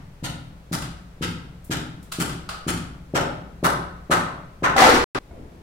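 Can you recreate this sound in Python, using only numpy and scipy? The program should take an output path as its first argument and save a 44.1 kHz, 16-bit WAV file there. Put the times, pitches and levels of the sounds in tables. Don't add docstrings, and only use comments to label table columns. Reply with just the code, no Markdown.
import sys
import numpy as np
from scipy import signal
from scipy.fft import rfft, irfft
from scipy.io import wavfile

SR = 44100
rng = np.random.default_rng(int(sys.argv[2]) if len(sys.argv) > 2 else 0)


def wav_record(signal):
    frames = np.transpose(np.atleast_2d(signal))
    bounded = np.clip(frames, -1, 1)
    quanta = np.round(bounded * 32767).astype(np.int16)
    wavfile.write(sys.argv[1], SR, quanta)


N = 247842
LEAD = SR // 2
TAIL_T = np.arange(3 * SR // 2) / SR
HIT_T = TAIL_T[:SR // 5]
LOOSE_AT_S = 3.0

# start in seconds, force in dB, crack tilt in dB/octave (0 square on, lower when
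# glancing), favoured board mode in Hz.
BLOWS = [(-0.26, -9, -2.5, 824), (0.2246, -9, -3.5, 554), (0.7126, -6.5, 0.5, 1370),
         (1.2082, -6.5, -4, 1340), (1.6958, -5.5, -2.5, 1420), (2.1849, -4.5, 0, 1430),
         (2.665, -4.5, -1, 1460), (3.1368, -4, -3.5, 524), (3.6279, -4, 1.5, 1016), (4.097, -4.5, -1, 1020),
         (4.6225, -5.5, -6, 1020)]
# frequency in Hz, level in dB.
CRACK = [(200, -19.5), (600, -1.5), (900, -1), (1300, 6.5), (2000, 0), (2900, 5), (4200, 3.5), (6000, 2.5),
         (8500, 4), (11000, -2), (13500, -4.5), (16000, -8.5)]


def amp(db):
    return 10 ** (np.asarray(db) / 20)


def unit(x):
    return x / np.sqrt(np.mean(np.sum(x ** 2, -1)) + 1e-20)


def read(points, hz):
    f, value = np.transpose(points)
    return np.interp(np.log(hz + 1), np.log(f + 1), value)


def add(track, start_s, sound):
    part = track[max(round(start_s * SR) + LEAD, 0):][:len(sound)]
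    part += sound[:len(part)]


def lowpass(x, hz, order=2):
    sos = signal.butter(order, min(hz, SR / 2.1), fs=SR, output="sos")
    return signal.sosfilt(sos, x)


def pulse(spectrum, tilt_db_per_octave=0, size=4096):
    hz = abs(np.fft.fftfreq(size, 1 / SR))
    octaves = np.log2(np.maximum(hz, SR / size * 64))
    log_gain = np.log(amp(read(spectrum, hz) + tilt_db_per_octave * octaves))
    minimum_phase = np.exp(np.conj(signal.hilbert(log_gain)))
    return unit(np.fft.ifft(minimum_phase).real)


def ring(modes, tilt_db_per_octave=0, t=HIT_T):
    total = np.zeros(len(t))
    for k, (hz, db, t60_s) in enumerate(modes):
        sine = unit(amp(-60 * t / t60_s) * np.sin(2 * np.pi * hz * t))
        total += (-1) ** k * amp(db + tilt_db_per_octave * np.log2(hz)) * sine
    return unit(total)


def diffuse(size, spacing_m=0.19):
    a, b = rfft(rng.standard_normal((2, size)))
    same = np.sinc(2 * np.fft.rfftfreq(size, 1 / SR) * spacing_m / 343)
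    return irfft([a, same * a + np.sqrt(1 - same ** 2) * b], size)


def hall(first_s, build_s, echoes=(), scatter_s=0.0036):
    # frequency in Hz, t60 in seconds.
    decay_times = [(80, 1.5), (260, 0.79), (700, 0.7), (1840, .62), (4500, 0.55), (6500, 0.44),
                   (10000, 0.44), (15000, 0.29)]
    t = TAIL_T
    hz, at_s, z = signal.stft(diffuse(len(t)), SR, nperseg=1024)
    decay = amp(-60 * at_s / read(decay_times, hz)[:, None])
    weight = (decay * (at_s > first_s)) ** 2
    band_energy = (abs(z) ** 2 * weight).sum((0, 2)) / weight.sum(1)
    z /= np.sqrt(band_energy)[:, None]
    noise = signal.istft(z * decay, SR, nperseg=1024)[1][:, :len(t)]
    tail = unit(noise * np.clip((t - first_s) / build_s, 0, 1))
    for delay_s, db, lowest_hz in echoes:
        burst = unit(diffuse(len(t)) * (t > delay_s) * np.exp(-abs(t - delay_s) / scatter_s))
        tail += amp(db) * (burst - lowpass(burst, lowest_hz, order=1))
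    return unit(tail)


def heard(track, response):
    return signal.fftconvolve(track[None], response, axes=1)[:, LEAD:LEAD + N]


def background(air_db=-47):
    # frequency in Hz, density in dB per Hz.
    air_spectrum = [(20, -6), (60, -6.5), (150, -16), (300, -21.5), (600, -24.5), (1200, -28.5),
                    (2500, -35.5), (5000, -41.5), (10000, -47), (15000, -50.5)]
    swell_at_s, rise_s, fall_s = 5.27, 0.096, 0.21
    swell_db, swell_top_hz = -40.5, 333
    t, hz = np.arange(N) / SR - swell_at_s, np.fft.rfftfreq(N, 1 / SR)
    shaped = irfft(rfft(diffuse(N)) * amp(read(air_spectrum, hz)), N)
    envelope = np.clip(t / rise_s, 0, 1) * np.exp(-np.maximum(t - rise_s, 0) / fall_s)
    swell = envelope * unit(lowpass(diffuse(N), swell_top_hz))
    return (amp(air_db) * unit(shaped) + amp(swell_db) * swell) * np.sqrt(N)


def scrap(start_s=5.31, level_db=-11.5, hall_db=-1.0):
    # frequency in Hz, level in dB, t60 in seconds.
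    scrap_modes = [(74, 0, 0.18), (676, -8, .16), (965, -21, .04), (1440, -22, 0.067), (2180, -22, .12)]
    track = np.zeros(N + LEAD)
    add(track, start_s, amp(level_db) * ring(scrap_modes))
    return track[LEAD:] + amp(hall_db) * heard(track, hall(first_s=.002, build_s=0.0067))


def rebounds(tick, tick_db):
    delay_s, rebound_db, tilt_db_per_octave = 0.108, -6.5, -3.5
    glance = 4.8
    for start_s, force_db, blow_tilt, _ in BLOWS:
        if start_s < LOOSE_AT_S:
            level_db = tick_db + force_db + rebound_db + glance * blow_tilt
            add(tick, start_s + delay_s, amp(level_db) * pulse(CRACK, tilt_db_per_octave))


def taps(ring_db=12, tick_db=7, ring_direct_db=-4, tick_direct_db=-20):
    # start in seconds, tick in dB, tick tilt in dB/octave.
    contacts = [(1.644, -24.5, 10.5), (2.027, -28.5, 4.5), (2.117, -17, -0.5), (2.12, -6.5, -0.5),
                (2.49, -8, -4), (2.545, -20.5, -5.5)]
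    # frequency in Hz, level in dB, t60 in seconds.
    pole_modes = [(900, -7.5, 0.051), (1084, -9, 0.014), (1293, 6, 0.023), (1440, 3, 0.038),
                  (1670, -16, 0.014), (3700, -22, 0.0051), (4660, -5, 0.0036)]
    tap_ring_db, softness = -12, 1.7
    tone, tick = np.zeros((2, N + LEAD))
    for start_s, contact_db, tilt in contacts:
        tone_db = ring_db + contact_db + tap_ring_db - softness * tilt
        add(tone, start_s, amp(tone_db) * ring(pole_modes))
        add(tick, start_s, amp(tick_db + contact_db) * pulse(CRACK, tilt))
    rebounds(tick, tick_db)
    near = hall(first_s=.002, build_s=0.024, echoes=[(.001, 0.5, 507), (.005, -4, 2510)], scatter_s=0.016)
    direct = amp(ring_direct_db) * tone + amp(tick_direct_db) * tick
    return heard(tone + tick, near) + direct[LEAD:]


def crash(ring_db=13, clatter_db=18.0, ring_t60_s=0.047, direct_db=-1):
    # start in seconds, main ring in Hz, ring level in dB.
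    contacts = [(4.763, 775, -3), (4.780, 2010, -4.5), (4.801, 1047, -6), (4.819, 766, 2.5),
                (4.839, 896, 1.5), (4.866, 1350, -6), (4.890, 495, -2), (4.941, 362, -4.5)]
    # frequency in Hz, level in dB.
    clatter_spectrum = [(35, -24), (60, -19), (187, -21), (231, -1.5), (433, -9.5), (475, -1.5), (642, -5),
                        (810, -3.5), (1120, 0), (1380, -1), (2590, -10), (5840, -16), (15500, -31.5)]
    first_touch_db, fade_db_per_s = -5.5, 29
    out, flat_at_s = np.zeros((2, N)), contacts[1][0]
    for start_s, hz, mode_db in contacts:
        floor_db = first_touch_db if start_s < flat_at_s else -fade_db_per_s * (start_s - flat_at_s)
        tone, clatter = np.zeros((2, N + LEAD))
        add(tone, start_s, amp(ring_db + mode_db) * ring([(hz, 0, ring_t60_s)]))
        add(clatter, start_s, amp(clatter_db + floor_db) * pulse(clatter_spectrum))
        room = hall(first_s=0.00087, build_s=0.0073, echoes=[(.002, -9, 299)], scatter_s=0.0029)
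        out += heard(tone + clatter, room)
        out += amp(direct_db) * tone[LEAD:]
    return out


def struck_at(modes, favoured_hz, lift_db=4.5, octaves=0.075):
    lifted = []
    for hz, db, t60_s in modes:
        nearness = np.exp(-(np.log2(hz / favoured_hz) / octaves) ** 2)
        lifted.append((hz, db + lift_db * nearness, t60_s))
    return lifted


def splinter(crack, share=0.62, decay_s=0.0028):
    fibres = share * unit(rng.standard_normal(len(HIT_T)) * np.exp(-HIT_T / decay_s))
    return unit(signal.fftconvolve(crack, signal.unit_impulse(len(HIT_T)) + fibres))


def knock(start_s):
    tight, freed = (-8.5, 0.26), (1.63, -1.97)
    play_db_per_s, play_tilt_per_s = 4.0, 3.4
    loose_s = start_s - LOOSE_AT_S
    if loose_s < 0:
        return tight
    return freed[0] + play_db_per_s * loose_s, freed[1] + play_tilt_per_s * loose_s


def softened(spectrum, force_db, full_force_db=-4.5, dull_above_hz=152, dull_per_db=1.5):
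    slope_db = dull_per_db * max(full_force_db - force_db, 0)
    return [(hz, db - slope_db * max(np.log2(hz / dull_above_hz), 0)) for hz, db in spectrum]


def blows(thump_db=11, knock_db=16, crack_db=10.0, direct_db=-5, shade_hz=520, floor_s=0.01269,
          floor_db=-2, standing_db=5, count=3):
    # frequency in Hz, level in dB, t60 in seconds.
    board_modes = [(354.7, -7, 0.031), (502, -6, 0.025), (551.4, -1, 0.025), (857, -3, 0.0181),
                   (848, -7.5, 0.11), (929, -14, 0.016), (1019, -5, 0.038), (1293, 1.5, 0.015),
                   (1461, -2, 0.038), (1515, -3, 0.02), (1838, -7.5, 0.046), (1823, -5.5, 0.0087),
                   (2750, -35.5, 0.06)]
    # frequency in Hz, level in dB, t60 in seconds.
    standing_modes = [(58.6, -5.5, 2.3), (119.8, -20.5, 0.57), (173.6, -14.5, 3.9)]
    # frequency in Hz, level in dB.
    thump_spectrum = [(30, -29.5), (70, -8.5), (120, -3), (175, 4), (220, -5.5), (280, 1.5), (360, -4),
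                      (450, -13.5), (800, -56.5), (3000, -67.5)]
    # delay in seconds, energy in dB
    # against the tail, lowest frequency in Hz.
    wall_echoes = [(.0165, -9, 246), (.0225, -8.5, 693), (.0305, -6.5, 2790), (.038, -8, 600),
                   (.074, -14, 900), (.101, -26.5, 2010)]
    glance_scrape = 0.34
    tracks, push = np.zeros((count, N + LEAD)), np.zeros(N + LEAD)
    for k, (start_s, force_db, contact_tilt, favoured_hz) in enumerate(BLOWS):
        track = tracks[k % count]
        board_db, board_tilt = knock(start_s)
        thump = pulse(softened(thump_spectrum, force_db))
        board = ring(struck_at(board_modes, favoured_hz), board_tilt)
        crack = splinter(pulse(CRACK, contact_tilt))
        add(track, start_s, amp(thump_db + force_db) * thump)
        add(track, start_s, amp(knock_db + force_db + board_db) * board)
        add(track, start_s, amp(crack_db + force_db - glance_scrape * contact_tilt) * crack)
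        add(push, start_s, amp([standing_db + force_db]))
    direct = amp(direct_db) * lowpass(signal.unit_impulse(len(TAIL_T)), shade_hz, order=5)
    mirrored = amp(floor_db) * np.roll(direct, round(floor_s * SR))
    hits = np.zeros((2, N))
    for track in tracks:
        tail = hall(first_s=0.0064, build_s=0.019, echoes=wall_echoes)
        hits += heard(track, direct + mirrored + tail)
    boom = ring(standing_modes, t=TAIL_T) * (1 - np.exp(-TAIL_T / 0.038))
    return hits + heard(push, boom[None])


def scene(balance_db=0.8):
    dropout_at_s, resume_at_s, cut_at_s = 5.043, 5.148, 5.188
    work = blows() + taps() + crash()
    out = background() + scrap()
    dropout, resume, cut = (round(s * SR) for s in (dropout_at_s, resume_at_s, cut_at_s))
    out[:, :dropout] += work[:, :dropout]
    out[:, dropout:resume] = 0
    out[:, resume:cut] += work[:, dropout:dropout + cut - resume]
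    return out * amp([[balance_db], [-balance_db]])


def record(dry, edge_hz=16050):
    edge = signal.firwin(511, edge_hz, window=("kaiser", 9), fs=SR)
    return signal.oaconvolve(np.clip(dry, -1, 1), edge[None], "same")


dry = scene()
out = record(dry)
wav_record(out)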